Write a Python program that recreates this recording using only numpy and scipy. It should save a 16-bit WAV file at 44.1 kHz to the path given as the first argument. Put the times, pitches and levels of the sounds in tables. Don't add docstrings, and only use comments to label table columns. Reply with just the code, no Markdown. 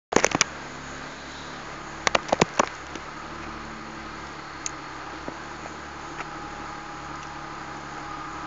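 import sys
import numpy as np
from scipy import signal
from scipy.fft import rfft, irfft, next_fast_len
from scipy.io import wavfile
from scipy.ndimage import uniform_filter1d

SR = 44100
rng = np.random.default_rng(int(sys.argv[2]) if len(sys.argv) > 2 else 0)


def persist_wave(psi):
    counts = np.round(np.clip(psi, -1, 1) * 32767).astype(np.int16)
    wavfile.write(sys.argv[1], SR, np.atleast_2d(counts).T)


def linear_from_db(decibels):
    return 10 ** (np.asarray(decibels, float) / 20)


N = 373086
TIME = np.arange(N) / SR
TAIL = 4096
RING_TIME = np.arange(TAIL) / SR

# [t/s, ring peak level/dB, ring f/Hz, crunch level/dB]
PALM_THUDS = [(.266, -14.5, 395, -24), (.349, -9.5, 273, -18.5), (0.4107, -17.5, 415, -22),
              (2.0706, -32, 156.2, -27.5), (2.418, -7, 330, -13.5), (2.422, -14.5, 160, -34),
              (2.607, -15, 400, -38), (2.955, -25, 300, -22), (5.283, -25, 235, -46), (6.6, -33, 218, -50),
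              (2.153, -20.5, 242, -30), (.164, -11, 375, -30), (2.9545, -23, 450, -40),
              (2.33, -14, 260, -30)]


def level(x, db):
    return x * linear_from_db(db) / np.sqrt(np.mean(x ** 2))


def curves(table):
    s, *columns = np.transpose(table)
    return [np.interp(TIME, s, c) for c in columns]


def band(x, hz, width):
    return signal.lfilter(*signal.iirpeak(hz, hz / width, fs=SR), x)


def highpass(x, order, hz):
    return signal.sosfilt(signal.butter(order, hz, "high", fs=SR, output="sos"), x)


def colour(x, points):
    hz, db = np.transpose(points)
    size = next_fast_len(len(x))
    f = np.log(np.arange(size // 2 + 1) * SR / size + 1)
    gain = linear_from_db(np.interp(f, np.log(hz), db))
    return irfft(rfft(x, size) * gain, size)[:len(x)]


def walk(rate):
    k = int(SR / rate)
    held = np.repeat(rng.standard_normal(N // k + 1), k)
    return 1.31 * uniform_filter1d(uniform_filter1d(held, k), k)[:N]


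def tone(cycles, db, wobble_db):
    return np.sqrt(2) * linear_from_db(db + wobble_db * walk(5.2)) * np.sin(2 * np.pi * cycles)


def engine():
    # [t/s, firing rate f/Hz, load level/dB, exposure of the engine bay level/dB]
    approach = [(0.45, 35.72, 0, -1), (1.12, 35.37, -1, -3.5), (1.41, 37.1, -4, .5), (1.6, 35.5, -1.5, 1),
                (2.2, 36.5, 3.5, 4), (2.77, 35.4, -11, 1), (3.28, 37.62, 3, 5.5), (3.73, 36.93, 9, 4.5),
                (4.11, 36.38, 4.5, 3.5), (4.6, 35.64, -5, 4), (4.91, 34.94, -17, 5.5),
                (5.67, 37.83, 4.5, 4.5), (5.85, 36.7, -2, 3.5), (6.2, 37.45, -1.5, 6),
                (6.85, 35.79, -0.5, 5), (7.3, 36.62, -1, 4.5), (7.63, 35.77, -1, 5.5),
                (8.46, 35.84, -7, 7.5)]
    hz, load_db, open_db = curves(approach)
    fired = np.cumsum(hz) / SR
    swing_s, swing_length_s = 3.44, 3
    swing = np.clip((TIME - swing_s) / swing_length_s, 0, 1)
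    return (exhaust(fired, load_db, open_db) + body_thump(fired, open_db)
            + bay_roar(fired, open_db, swing) + pump(swing))


def exhaust(fired, load_db, open_db):
    # [multiple of the firing rate, level/dB]
    orders = [(1, -63.5), (2, -61.5), (3, -66), (4, -52.5), (5, -61.5), (7, -86), (8, -66)]
    hum = sum(tone(k * fired, db, 1.8) for k, db in orders)
    hum += tone(6 * fired, -54 + load_db, 1.5)
    return hum + tone(9 * fired, -55 + open_db, 1.8)


def body_thump(fired, open_db):
    # [f/Hz, width/Hz, level/dB]
    panels = [
        (134, 26, -1.5),
        (192, 10, -16),
        (310, 28, 8.5),
        (400, 22, -16),
    ]
    turn = np.flatnonzero(np.diff(np.floor(fired / 3 + .3)))
    strokes = np.zeros(N)
    strokes[turn] = linear_from_db(2.2 * rng.standard_normal(len(turn)))
    thump = sum(linear_from_db(db) * band(band(strokes, f, w), f, 2 * w) for f, w, db in panels)
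    return level(highpass(thump, 4, 120), -58 + 1.56 * open_db)


def bay_roar(fired, open_db, swing):
    # [f/Hz, width/Hz, level/dB]
    cavities = [(330, 88, -13), (834, 130, -8), (1000, 80, -9), (1229, 44, -6.5), (1281, 126, -5.5),
                (1579, 205, -4), (2040, 150, -11.5), (2454, 270, -16.5), (4326, 250, -15.5)]
    upper_db = 3.5 - 0.97 * open_db - 1.5 * swing
    roar = np.zeros(N)
    for f, w, db in cavities:
        wavering_db = db + (f > 1400) * upper_db + 1.3 * walk(1.479) + 0.71 * walk(12)
        roar += level(band(rng.standard_normal(N), f, w), wavering_db)
    puff = 1 + 0.097 * np.cos(2 * np.pi * fired)
    return level(roar, -44 + open_db + 0.45) * puff


def pump(swing):
    # [f/Hz, far level/dB, near level/dB]
    belts = [
        (4926, -74, -65),
        (2439, -70, -70),
    ]
    pump_hz, far_pump_db, pump_gain_db = 822, -66, 18.5
    whine = tone(np.cumsum(pump_hz + 1.5 * walk(3)) / SR, far_pump_db + pump_gain_db * np.sqrt(swing), 1.5)
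    near = np.clip((TIME - 5.9) / .6, 0, 1)
    for f, far_db, near_db in belts:
        whine += tone(np.cumsum(f + 8 * walk(4.7)) / SR, far_db + (near_db - far_db) * near, 1.2)
    return whine


def handling():
    # [f/Hz, level/dB]
    crack = [(150, -8.5), (400, -1), (1000, -9.5), (2200, -0.5), (4000, -20), (7000, -17), (8500, -37.5)]
    noise = rng.standard_normal(N + TAIL)
    ring, crunch = blows()
    crunch += scrapes()
    case = ring + ticks(noise) + crunch * level(colour(noise[::-1], crack), 0)
    return (highpass(case, 2, 110) + jolts())[:N]


def blows():
    # [t/s, ring peak level/dB, ring f/Hz, crunch level/dB]
    taps = [(0.1641, -4, 777, -14), (0.179, -13, 514, -30), (0.191, -16, 880, -21), (.2445, -2.5, 486, -6),
            (0.317, -19.5, 1175, -11), (0.3473, -7, 940, -16), (0.41, -9, 1280, -10),
            (2.15, -6, 1000, -9.5), (2.187, -23, 1000, -33), (2.293, -18.5, 865, -22), (2.4, -14, 539, -44),
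            (2.417, -4.5, 964, -3.5), (2.575, -22, 1160, -33), (2.58, -20, 910, -32), (2.6, -4, 980, -22),
            (2.6325, -12.5, 764, -35), (2.634, -10.5, 1020, -26), (2.644, -25, 870, -34),
            (2.674, -27, 1580, -24.5), (5.659, -22.5, 596, -31), (7.982, -26, 1200, -50)]
    # [t/s, ring peak level/dB, ring f/Hz, crunch level/dB]
    raps = [(0.1274, -12, 650, -28), (0.1622, -8.5, 452, -9), (.185, -19, 660, -32),
            (0.4171, -15.5, 1066, -14.5), (2.0712, -9.5, 1105, -7), (2.152, -17, 670, -8.5),
            (2.163, -17, 520, -37), (2.324, -9.5, 738, -24.5), (2.3285, -4.5, 510, -20.5),
            (2.596, -5, 796, -11.5), (5.281, -18.5, 572, -42), (6.195, -26, 896, -39),
            (6.186, -30, 1403, -40), (6.203, -21.5, 1290, -44), (6.212, -29, 680, -42),
            (2.597, -10, 522.6, -30)]
    tap_t60_s, rap_t60_s, thud_cycles = .016, 0.025, 8.1
    struck = [(*b, tap_t60_s) for b in taps]
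    struck += [(*b, rap_t60_s) for b in raps]
    struck += [(*b, thud_cycles / b[2]) for b in PALM_THUDS]
    ring, crunch, t = np.zeros(N + TAIL), np.zeros(N + TAIL), RING_TIME
    spread = rng.uniform(-1.07, 1, (64, 2))
    for (s, db, hz, crunch_db, t60), (low, high) in zip(struck, spread):
        at = slice(int(s * SR), int(s * SR) + TAIL)
        turn = 2 * np.pi * hz * (t + 0.2 * 0.0035 * (1 - np.exp(-t / 0.0014)))
        modes = np.sin(turn)
        modes += 0.69 * np.sin((0.66 + 0.21 * low) * turn)
        modes += 0.3 * np.sin((1.54 + 0.25 * high) * turn)
        ring[at] += linear_from_db(db + 1.0 - 60 * t / t60) * (1 - np.exp(-t / 0.00067)) * modes
        crunch[at] += linear_from_db(crunch_db + 3 - 60 * t / (.45 * t60)) * (1 - np.exp(-t / .0004))
    return ring, crunch


def ticks(noise):
    # [t/s, peak level/dB]
    snaps = [(.128, -20), (0.199, -20), (0.3147, -17.5), (0.352, -29), (0.4108, 4.5), (2.0721, -10),
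             (2.148, -11), (2.1521, -9.5), (2.231, -29), (2.285, -22.5), (2.289, -24), (2.292, -18),
             (2.329, -15), (2.39, -34), (2.414, -10.5), (2.417, -4), (2.49, -30), (2.573, -27), (2.58, -22),
             (2.645, -30), (2.674, -21.5), (2.867, -24.5), (2.955, -23), (4.27, -33), (7.155, -33)]
    # [t/s, peak level/dB]
    clicks = [(0.1621, -10), (0.4103, -6), (0.183, -22.5), (0.201, -25.5), (.231, -29), (.237, -28),
              (0.2442, -6.5), (0.2645, -15), (0.327, -30), (0.4147, -15.5), (2.0713, -14.5), (2.332, -34),
              (2.429, -35), (2.538, -34), (2.552, -33), (2.56, -36), (2.594, -12.5), (2.659, -31),
              (2.751, -34), (7.156, -37)]
    # [t/s, peak level/dB, centre f/Hz]
    clacks = [(0.2646, -20.5, 2450), (.394, -35, 2990), (0.4157, -13.5, 2482), (2.071, -15, 3550),
              (2.592, -22.5, 2800), (4.664, -32, 2520), (4.6615, -27, 3980), (7.23, -33.5, 2700)]
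    # [t/s, peak level/dB]
    pings = [
        (4.6613, -12.5),
        (4.667, -29),
        (4.671, -24),
        (4.693, -33),
    ]
    # [t/s, peak level/dB]
    twigs = [
        (7.229, -34),
        (7.235, -34),
        (7.27, -34),
    ]
    # [centre f/Hz, width/Hz, t60/s]
    twig = (6050, 1240, 0.0096)
    bursts = [(*k, 4360, 7300, 0.0061) for k in snaps]
    bursts += [(*k, 6240, 1700, 0.013) for k in clicks]
    bursts += [(*k, 6850, 900, 0.017) for k in pings]
    bursts += [(*k, 1200, 0.025) for k in clacks]
    bursts += [(*k, *twig) for k in twigs]
    out, t = np.zeros(N + TAIL), RING_TIME
    for s, db, hz, width, t60 in bursts:
        at = slice(int(s * SR), int(s * SR) + TAIL)
        burst = level(band(band(noise[at], hz, width), hz, width), db)
        out[at] += burst * linear_from_db(-60 * (t / (.5 * t60)) ** 1.6) * (1 - np.exp(-t / .0003))
    return out


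def scrapes():
    # [start t/s, end t/s, level/dB, slip rate f/Hz]
    slides = [(0.163, 0.22, -29, 700), (0.218, 0.25, -26.5, 790), (2.2, 2.169, -33, 700),
              (2.35, 2.288, -37, 500), (2.278, 2.325, -42, 500), (2.45, 2.38, -35.5, 590),
              (2.553, 2.8, -43.5, 500), (2.7, 2.6, -43.5, 400), (6.177, 6.231, -36.5, 1960),
              (3.42, 3.45, -37, 1800), (0.114, .128, -35, 1100), (5.62, 5.69, -44, 900),
              (2.328, 2.358, -35, 700)]
    crunch = np.zeros(N + TAIL)
    chance, size = rng.random(N), rng.exponential(size=N)
    for start_s, end_s, db, rate in slides:
        at = slice(int(start_s * SR), int(end_s * SR))
        slips = (chance[at] < rate / SR) * linear_from_db(3.26 * size[at])
        smeared = signal.lfilter([1], [1, -np.exp(-1 / (0.0016 * SR))], slips) + 0.2
        crunch[at] += level(smeared, db) * np.hanning(len(slips)) ** .5
    return crunch


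def jolts():
    jolt_hz, jolt_db, jolt_t60_s = 45, -24, 0.074
    out = np.zeros(N + TAIL)
    swing = np.sin(2 * np.pi * jolt_hz * RING_TIME)
    for s, db, *_ in PALM_THUDS:
        out[int(s * SR):int(s * SR) + TAIL] += linear_from_db(db + jolt_db - 60 * RING_TIME / jolt_t60_s) * swing
    return out


def zoom():
    # [t/s, f/Hz]
    motor = [
        (0.45, 250.5),
        (0.73, 254.6),
        (1.184, 265.3),
        (1.44, 260.5),
        (1.6, 251),
        (1.66, 250),
    ]
    hz, = curves(motor)
    start_s, start_hz = motor[0]
    gear_db = -64 + 1.22 * (np.roll(hz, int(0.19 * SR)) - start_hz)
    running = np.clip(np.minimum(TIME - start_s, motor[-1][0] - TIME) / 0.1, 0, 1)
    gears = level(band(rng.standard_normal(N), 3830, 800), gear_db)
    gears += tone(np.cumsum(15 * hz) / SR, gear_db - 9, 2)
    return running * (tone(np.cumsum(hz) / SR, -50, 0.65) + gears)


def idler():
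    # [t/s, drop of first order level/dB, of second level/dB]
    stumbles = [(.54, 3, 12), (.7, 3.5, 4), (1.02, 12, 12.5), (1.46, 2, 13), (2.2, 6, 15), (2.45, 17, 8),
                (3.05, -1, 6), (3.76, 5.5, 9), (4.27, 16, 12), (4.769, 15, 14.5), (5.27, 13, 12),
                (5.67, 22, 0), (6.15, -3, 12), (6.55, 4, 1), (6.75, 5, 6), (7.15, 5, 0), (7.44, 5, 17),
                (7.6, 13, -5), (7.72, 0, 11), (8.1, 2, 9)]
    idle_hz, stumble_s, recover_s = 37.7, .04, 0.15
    fired = np.cumsum(idle_hz * (1 + 0.013 * walk(14) + .012 * walk(2.5))) / SR
    s, *drops_db = np.transpose(stumbles)
    t = np.arange(0, N / SR, .005)
    since = np.maximum(t - s[:, None], 0)
    dip = (1 - np.exp(-since / stumble_s)) * np.exp(-since / recover_s)
    first_drop_db, second_drop_db = curves(np.c_[t, dip.T @ np.transpose(drops_db)])
    first_db = -53 - 1.5 * first_drop_db + 1.5 * walk(16)
    second_db = -51 - 1.3 * second_drop_db - 3 * np.abs(walk(26))
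    return tone(fired, first_db, 1.2) + tone(2 * fired, second_db, 1.2)


def air():
    # [f/Hz, level/dB]
    rush_colour = [(15, -35.5), (60, -30.5), (97, -45), (118, -26), (150, -11), (250, -11), (330, -5.5),
                   (470, -6.5), (800, -7.5), (1250, -7), (2950, -19), (5000, -22.5), (7000, -31.5),
                   (7500, -23.5), (9000, -40)]
    # [t/s, level/dB]
    breeze = [(0.45, -51.5), (2.2, -54), (2.7, -56.5), (3.9, -58.5), (5.3, -57), (5.56, -54.5),
              (7.03, -55.5), (7.36, -56.5), (7.97, -55.5), (8.46, -56)]
    air_db = -47.5 - 0.47 * TIME
    hiss_db, = curves(breeze)
    rush = level(colour(rng.standard_normal(N), rush_colour), 7 + air_db + 0.98 * walk(9))
    grit = (rng.random(N) < 25 / SR) * rng.standard_normal(N) * 14
    hiss = band(band(rng.standard_normal(N) + grit, 6560, 760), 7000, 1100)
    return rush + level(hiss, hiss_db - 0.5 + 1.6 * walk(18))


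def scene():
    return (engine() + handling() + zoom() + idler() + air())[None]


def band_limit(x):
    return signal.sosfilt(signal.butter(12, 9700, fs=SR, output="sos"), x)


def record(dry):
    top_cut = signal.cheby2(10, 42, 7980, fs=SR, output="sos")
    cut = signal.sosfilt(top_cut, np.clip(dry, -.98, .98))
    mirror = cut * np.cos(2 * np.pi * 16000 * TIME)
    mirror_cut = signal.cheby2(16, 70, 9600, fs=SR, output="sos")
    cut = cut + linear_from_db(-11.5) * signal.sosfilt(mirror_cut, mirror)
    start_s, offset = .1195, .0017
    on = np.clip((TIME - start_s) / .001, 0, 1)
    return band_limit(np.clip((cut + offset) * on, -1, 1))


dry = scene()
out = record(dry)
persist_wave(out)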